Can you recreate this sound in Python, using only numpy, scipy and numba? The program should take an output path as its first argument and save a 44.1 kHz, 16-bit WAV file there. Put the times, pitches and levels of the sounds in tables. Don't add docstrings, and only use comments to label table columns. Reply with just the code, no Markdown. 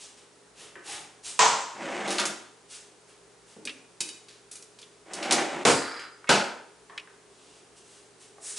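import sys
import numpy as np
from scipy import signal
from scipy.fft import rfft, irfft
from scipy.io import wavfile
from scipy.ndimage import uniform_filter1d
from numba import njit

SR = 44100
rng = np.random.default_rng(int(sys.argv[2]) if len(sys.argv) > 2 else 0)


def materialize(psi):
    bounded = np.clip(np.atleast_2d(psi).T, -1, 1)
    quanta = np.round(bounded * 32767).astype(np.int16)
    wavfile.write(sys.argv[1], SR, quanta)


N = 378378
TIME = np.arange(N) / SR
AGE = np.arange(SR) / SR

# start in seconds, level in dB,
# bass, middle and treble t60 in seconds, strong modes against the wash in dB.
HEAVY_HITS = [(1.391, -13.5, 0.52, 0.65, 0.63, -8), (5.651, -13, 0.34, 0.29, 0.47, -6),
              (6.291, -16, 0.32, 0.54, 0.41, -10.5)]


def blows():
    # frequency in Hz, level in dB.
    clack_wash = [(53, -68), (90, -32), (152, -12), (301, -15), (333, -9), (368, -10.5), (441, -12),
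                  (584, -2.5), (1030, 9.5), (1160, 2.5), (1630, -4.5), (2480, -4), (4020, -7), (7510, -5),
                  (11000, -29.5), (14300, -79), (22000, -120)]
    slam_wash = [(32, -36), (80, -26), (150, -14.5), (227, -11.5), (260, -9), (414, -8.5), (472, -6.5),
                 (552, -14.5), (673, -8), (1400, -12.5), (1750, -18), (2230, -15), (3550, -20), (8250, -21),
                 (11000, -31.5), (14300, -69), (22000, -120)]
    door_wash = [(35, -62), (60, -28), (199, -3.5), (276, -6.5), (497, -3.5), (543, -3.5), (957, -2),
                 (1160, -14.5), (1390, 1.5), (1760, -11.5), (2910, -8), (3620, -13), (3950, -10),
                 (7590, -17.5), (11000, -26.5), (14300, -57), (22000, -120)]
    # pitch in Hz, relative level in dB, uncapped t60 in seconds.
    clack_modes = [(441, -14, .37), (1003, -2, .52), (1857, -11, .3), (2492, -11, .34), (6288, -14, .42),
                   (6433, -15, .5), (6691, -16, .46), (7445, -14, .5)]
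    slam_modes = [(159.6, -3, 0.36), (264, -6, 0.63), (370, -5, 0.2), (480.4, 11.5, 0.42), (596, -19, 0.39)]
    door_modes = [(202.6, 17.5, 0.36), (386.6, 17, 0.24), (900, 9, 0.87), (1087, 9, 0.67),
                  (1290, 16.5, 0.27), (1570, 21, 0.22), (2500, -19, 0.54), (2525, -17, 0.36),
                  (3058, -3, 0.38), (3970, -15, 0.23), (4021, -17, 0.45), (4183, -12, 0.24),
                  (4430, -21, 0.29), (4500, 2, 0.23)]
    bodies = [(clack_wash, clack_modes), (slam_wash, slam_modes), (door_wash, door_modes)]
    out = np.zeros((2, N))
    for (start, db, *t60s, modes_db), (spectrum, modes) in zip(HEAVY_HITS, bodies):
        add(out, start, undb(db) * blow(spectrum, modes, t60s, modes_db))
    return out


def blow(spectrum, modes, t60s, modes_db):
    # frequency in Hz, relative side level in dB.
    wash_width = [(200, -32), (500, -26), (1200, -17.5), (9000, -17)]
    attack = 1 - np.exp(-AGE / 0.0023)
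    strong = unit(ring(modes, longest_t60=t60s[1], scatter_db=0.5) * attack)
    mid = struck(dense_modes(spectrum, t60s) + undb(modes_db) * strong, size=2048)
    side_wash = struck(dense_modes(spectrum, t60s), size=2048)
    side_gain = gain_at(np.fft.rfftfreq(2 * SR, 1 / SR), wash_width)
    side = irfft(rfft(side_wash, 2 * SR) * side_gain)[:SR]
    return stereo(mid, side, side_db=5.0)


def runners():
    # time in seconds, level in dB.
    travels = [
        [(1.75, -48), (1.796, -42.5), (1.828, -35.5), (2.134, -32), (2.176, -36), (2.204, -34), (2.34, -49)],
        [(5.05, -72), (5.24, -36), (5.294, -33), (5.328, -25), (5.418, -28), (5.43, -32.5), (5.635, -38)],
    ]
    # frequency in Hz, level in dB.
    roll_tone = [(41, -53), (70, -44), (86, -38), (150, -7.5), (271, 0), (365, 2), (414, -8.5), (534, 4.5),
                 (688, 6), (781, 1.5), (1270, 0.5), (2160, 1), (4340, -13), (8010, -14), (11000, -30),
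                 (14300, -79), (22000, -120)]
    # pitch in Hz, width in Hz, gain in dB.
    box_modes = [(158, 21, -0.5), (209, 35, 9.5), (341, 57, 4.5), (402, 45, 6), (778, 51, 4)]
    track = grains(N, rate=4500, spread_db=2.5)
    bumps = colour(track, roll_tone) * undb(walk(rate=60))
    box = sum(undb(db) * resonate(bumps, hz, width) for hz, width, db in box_modes)
    travel = sum(curve(roll) for roll in travels)
    return travel * unit(bumps + box)


def utensils():
    # start in seconds, level in dB, centre in Hz, rattle t60 in seconds, relative ring in dB.
    jostles = [(2.076, -35, 3860, 0.75, -15), (2.104, -30.5, 5560, 0.4, -5),
               (2.183, -24.5, 3000, 0.14, -18), (2.197, -25, 4200, 0.13, -15),
               (2.254, -27, 6840, 0.16, -21), (3.652, -34, 7150, 0.065, -11.5),
               (4.005, -25, 6000, 0.095, -8.5), (4.088, -36.5, 5000, 0.039, -8),
               (4.133, -58, 4200, .07, -3), (4.284, -49, 3900, 0.39, -16),
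               (4.513, -39.5, 8750, 0.28, -17.5), (4.555, -42, 7450, 0.14, -13),
               (4.624, -45.5, 7000, .09, -17), (4.787, -48, 4480, .15, -10),
               (4.815, -48.5, 6060, 0.11, -14), (5.134, -33.5, 5800, 0.19, -13),
               (5.227, -31.5, 2900, 0.27, -20), (5.309, -20, 4070, 0.11, -17),
               (5.322, -18, 5200, 0.15, -17), (5.994, -40, 2400, .14, -17)]
    # pitch in Hz, relative level in dB, t60 in seconds.
    steel_modes = [(2440, -8, .22), (2568, -4, .22), (2961, -9, .22), (3790, -2, .22), (4764, -4, .15),
                   (4850, -6, .14), (5480, -8, .15), (6481, -4, .13), (7354, -6, .13), (7957, -6, .17),
                   (9055, -5, .17), (9238, -4, .19), (9480, -3, .17)]
    out = np.zeros(N)
    attack = 1 - np.exp(-AGE / 0.00071)
    for start, db, hz, rattle_t60, ring_db in jostles:
        tick = rng.standard_normal(SR) * fade(t60=0.027)
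        chatter = 0.6 * grains(SR, rate=4000, spread_db=3) * fade(rattle_t60)
        contact = struck(resonate(tick + chatter, hz, width=0.8 * hz))
        ringing = ring(steel_modes, longest_t60=.3, scatter_db=3.0)
        steel = struck(resonate(ringing, hz, width=2 * hz))
        add(out, start, undb(db) * struck(attack * (contact + undb(ring_db) * steel)))
    return out


def blades():
    # pitch in Hz, relative level in dB, uncapped t60 in seconds.
    knife_modes = [(1360, -13, 2.5), (1410, -14, 0.63), (1660, -11, 5.0), (1965, -15, 0.32),
                   (2300, -10, 3.5), (4040, 2, 0.49), (4580, -4, 1.18), (4700, -4, 2.6), (4948, 0, 1.0),
                   (5280, -12, 1.0), (5960, -21, 4.1), (6804, -17, 0.93), (7900, -15, 1.0),
                   (8400, -15, 1.1)]
    slam_s, settle_s = HEAVY_HITS[1][0], .42
    rocking = grains(SR, rate=500, spread_db=4) * fade(t60=1.5) * (AGE < settle_s)
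    singing = signal.fftconvolve(rocking, ring(knife_modes, longest_t60=.13, scatter_db=2))[:SR]
    buzz = resonate(rocking, hz=1450, width=570)
    out = np.zeros(N)
    add(out, slam_s, undb(-46.5) * unit(singing) + undb(-42.5) * unit(buzz))
    return out


def taps():
    # start in seconds, level in dB, pitch in Hz, t60 in seconds, relative room send in dB.
    contacts = [(.755, -43, 1530, .08, -0.5), (.759, -49.5, 316, 0.092, -7),
                (2.19, -28.5, 1392, 0.065, 0.5), (3.565, -47.5, 310, 0.096, -4),
                (3.657, -43.5, 280, 0.095, -6), (3.673, -31, 2460, 0.11, -11), (3.694, -36, 2690, 0.1, -18),
                (4.008, -45, 304, 0.071, -5), (4.828, -48, 3410, 0.14, -10), (6.243, -43, 1230, .055, -6),
                (6.273, -43, 2150, .06, 12.5), (6.897, -46, 1144, 0.057, 2.5),
                (6.977, -32.5, 2520, 0.073, -17.5), (6.998, -43, 2800, 0.046, -14),
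                (7.074, -50, 1510, 0.036, -2), (8.382, -50, 780, 0.042, -3)]
    direct, send = np.zeros(N), np.zeros(N)
    for start, db, hz, t60, send_db in contacts:
        burst = rng.standard_normal(SR) * fade(0.7 * t60)
        width = 0.84 * hz
        crack = struck(resonate(resonate(burst, hz, width), hz, width))
        tone = np.sin(2 * np.pi * hz * AGE) * fade(t60)
        tap = undb(db) * struck(crack + tone)
        add(direct, start, tap)
        add(send, start, tap * undb(send_db))
    return direct, send


def swishes():
    # start and length in seconds, level in dB, relative rub in dB, hiss tilt in dB per octave.
    moves = [(-.03, 0.074, -47, -9, -0.5), (.165, 0.022, -58, -5, -3), (0.537, .1, -50, 0, -4.5),
             (0.818, 0.13, -41.5, 1.5, -2.5), (1.22, 0.072, -38.5, -6.5, 1.5),
             (2.672, 0.079, -45.5, -5.5, 1), (3.06, 0.047, -61.5, 2, -3), (3.44, 0.091, -58.5, -3, 0),
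             (7.2, 0.39, -60.5, -8, -4), (7.754, 0.027, -55.5, -25, 0), (7.806, 0.18, -58.5, -2, 1),
             (8.179, 0.055, -55.5, -2, 2), (8.392, 0.12, -38.5, -9.5, 8.5), (8.557, 0.023, -39, -10, 0)]
    # frequency in Hz, level in dB.
    hiss_tone = [(940, -8), (1600, -10), (1750, -16.5), (2680, 1.5), (4140, 1.5), (6360, 3.5), (9590, 3),
                 (11000, -12), (14300, -43), (22000, -120)]
    hiss = colour(grains(N, rate=14000, spread_db=2.0), hiss_tone)
    rub = colour(rng.standard_normal(N), [(250, -29), (700, -12), (1800, -2.5), (4500, -7)])
    brushing = sum(undb(db) * stroke(start, length) * (brighten(hiss, tilt) + undb(rub_db) * rub)
                   for start, length, db, rub_db, tilt in moves)
    squeak = colour(rng.standard_normal(N), [(600, -43), (790, -5), (840, -8), (1100, -42)])
    return brushing + undb(-51) * stroke(start=0.829, length=0.097) * squeak


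def stroke(start, length):
    rise_share, t60 = 0.76, 0.34
    rise = np.clip((TIME - start) / (rise_share * length), 0, 1)
    after = np.maximum(TIME - start - length, 0)
    return np.sin(np.pi / 2 * rise) ** 2 * np.exp(-np.log(1000) * after / t60)


def kitchen(x):
    wall_tone = [(65, -9), (320, 10.5), (1600, 4.5), (5200, 0.5), (11000, -1.0)]
    onset = (1 - np.exp(-AGE / .004)) / np.sqrt(SR)
    tails = [onset * dense_modes(wall_tone, t60s=[0.53, 0.62, 0.44]) for _ in range(2)]
    return stereo(*(signal.fftconvolve(x, tail)[:N] for tail in tails), side_db=-9.0)


def room_tone():
    # frequency in Hz, level in dB.
    air_tone = [(19, -61), (32, -32), (55, 3.5), (87, -33), (106, -33), (164, -8.5), (310, -1), (351, -3),
                (482, 0.5), (532, -3.5), (1050, -6.5), (2360, -12), (3320, -13.5), (9730, -13.5),
                (11000, -26), (14300, -62.5), (22000, -120)]
    # pitch in Hz, relative level in dB.
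    partials = [(59.2, -82), (118.4, -70.5), (166.9, -72.5), (414.5, -66)]
    air = stereo(*(colour(rng.standard_normal(N), air_tone) for _ in range(2)), side_db=-6.0)
    hum = sum(undb(db + walk(rate=1.49)) * np.sqrt(2) * np.sin(2 * np.pi * hz * TIME)
              for hz, db in partials)
    fan = colour(rng.standard_normal(N), [(300, -19.0), (400, 0), (430, -1), (600, -36.0)])
    nearness = curve([(0, -71), (2.6, -66.5), (4.4, -62.5), (6.7, -64), (8.6, -60.5)])
    return undb(-58.73) * air + undb(-3.5) * hum + nearness * fan


def ring(modes, longest_t60, scatter_db):
    sizes = undb(scatter_db * rng.standard_normal(len(modes))) * rng.choice([-1, 1], len(modes))
    return sum(size * undb(db) * np.sin(2 * np.pi * hz * AGE) * fade(min(t60, longest_t60))
               for size, (hz, db, t60) in zip(sizes, modes))


def dense_modes(spectrum, t60s):
    hz = np.fft.rfftfreq(SR, 1 / SR)
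    noise = rfft(rng.standard_normal(SR))
    edges = np.geomspace(35, 14000, 53)
    out = 0
    for lo, hi in zip(edges, edges[1:]):
        t60 = np.interp(np.log(lo), np.log([200, 1300, 9000]), t60s)
        swell = 1 - np.exp(-AGE * lo / 2)
        band = irfft(noise * (hz >= lo) * (hz < hi), SR) * swell * fade(t60)
        out = out + unit(band) * gain_at(np.sqrt(lo * hi), spectrum) * np.sqrt(hi - lo)
    return unit(out)


def grains(size, rate, spread_db):
    hits = rng.random(size) < rate / SR
    sign = rng.choice([-1, 1], size)
    strength = undb(spread_db * np.clip(rng.standard_normal(size), -2, 2))
    return unit(hits * sign * strength)


def walk(rate):
    step = int(SR / rate)
    stairs = np.repeat(rng.standard_normal(N // step + 1), step)[:N]
    return unit(uniform_filter1d(stairs, step))


def fade(t60):
    return np.exp(-np.log(1000) * AGE / max(t60, 1e-3))


def curve(points):
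    seconds, db = np.transpose(points)
    return np.interp(TIME, seconds, undb(db), left=0, right=0)


def resonate(x, hz, width):
    top = SR * .4
    centre = min(hz, top)
    return signal.lfilter(*signal.iirpeak(centre, centre / min(width, top), fs=SR), x)


def gain_at(hz, spectrum):
    points_hz, db = np.transpose(spectrum)
    return undb(np.interp(np.log(hz + 1), np.log(points_hz), db))


def colour(x, spectrum):
    gain = gain_at(np.fft.rfftfreq(len(x), 1 / SR), spectrum)
    return unit(irfft(rfft(x) * gain, len(x)))


def brighten(x, db_per_octave):
    return colour(x, [(1000, 0), (8000, 3 * db_per_octave)])


def stereo(mid, side, side_db):
    return mid + undb(side_db) * side * np.array([[1], [-1]])


def undb(db):
    return 10 ** (np.asarray(db) / 20)


def unit(x):
    return x / np.sqrt(np.mean(x ** 2))


def struck(x, size=256):
    return x / np.sqrt(np.mean(x[:size] ** 2))


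def add(out, start, x):
    i = int(start * SR)
    out[..., i:i + x.shape[-1]] += x[..., :N - i]


@njit
def follow(x, attack, release):
    out, level = np.empty(len(x)), 0.
    for i in range(len(x)):
        level += (x[i] - level) * (attack if x[i] > level else release)
        out[i] = level
    return out


def limit(x, ceiling_db, attack_s, release_s):
    envelope = follow(np.abs(x).max(axis=0), 1 / (attack_s * SR), 1 / (release_s * SR))
    ahead = np.roll(envelope, -int(2 * attack_s * SR))
    return x / np.maximum(ahead / undb(ceiling_db), 1)


def scene():
    tap, tap_send = taps()
    steel = utensils() + blades()
    roll, swish, heavy = runners(), swishes(), blows()
    send = undb(-6.0) * steel + undb(-1.5) * tap_send
    send += undb(-12.0) * roll + undb(-4.5) * swish + undb(-16.5) * heavy.mean(axis=0)
    return steel + tap + roll + swish + heavy + kitchen(send) + room_tone()


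def record(dry):
    held = limit(dry, ceiling_db=-9.0, attack_s=0.00013, release_s=0.013)
    low_cut = signal.butter(2, 70, "high", fs=SR, output="sos")
    high_cut = signal.ellip(10, .2, 70, 11100, fs=SR, output="sos")
    return signal.sosfilt(high_cut, signal.sosfilt(low_cut, held))


dry = scene()
out = record(dry)
materialize(out)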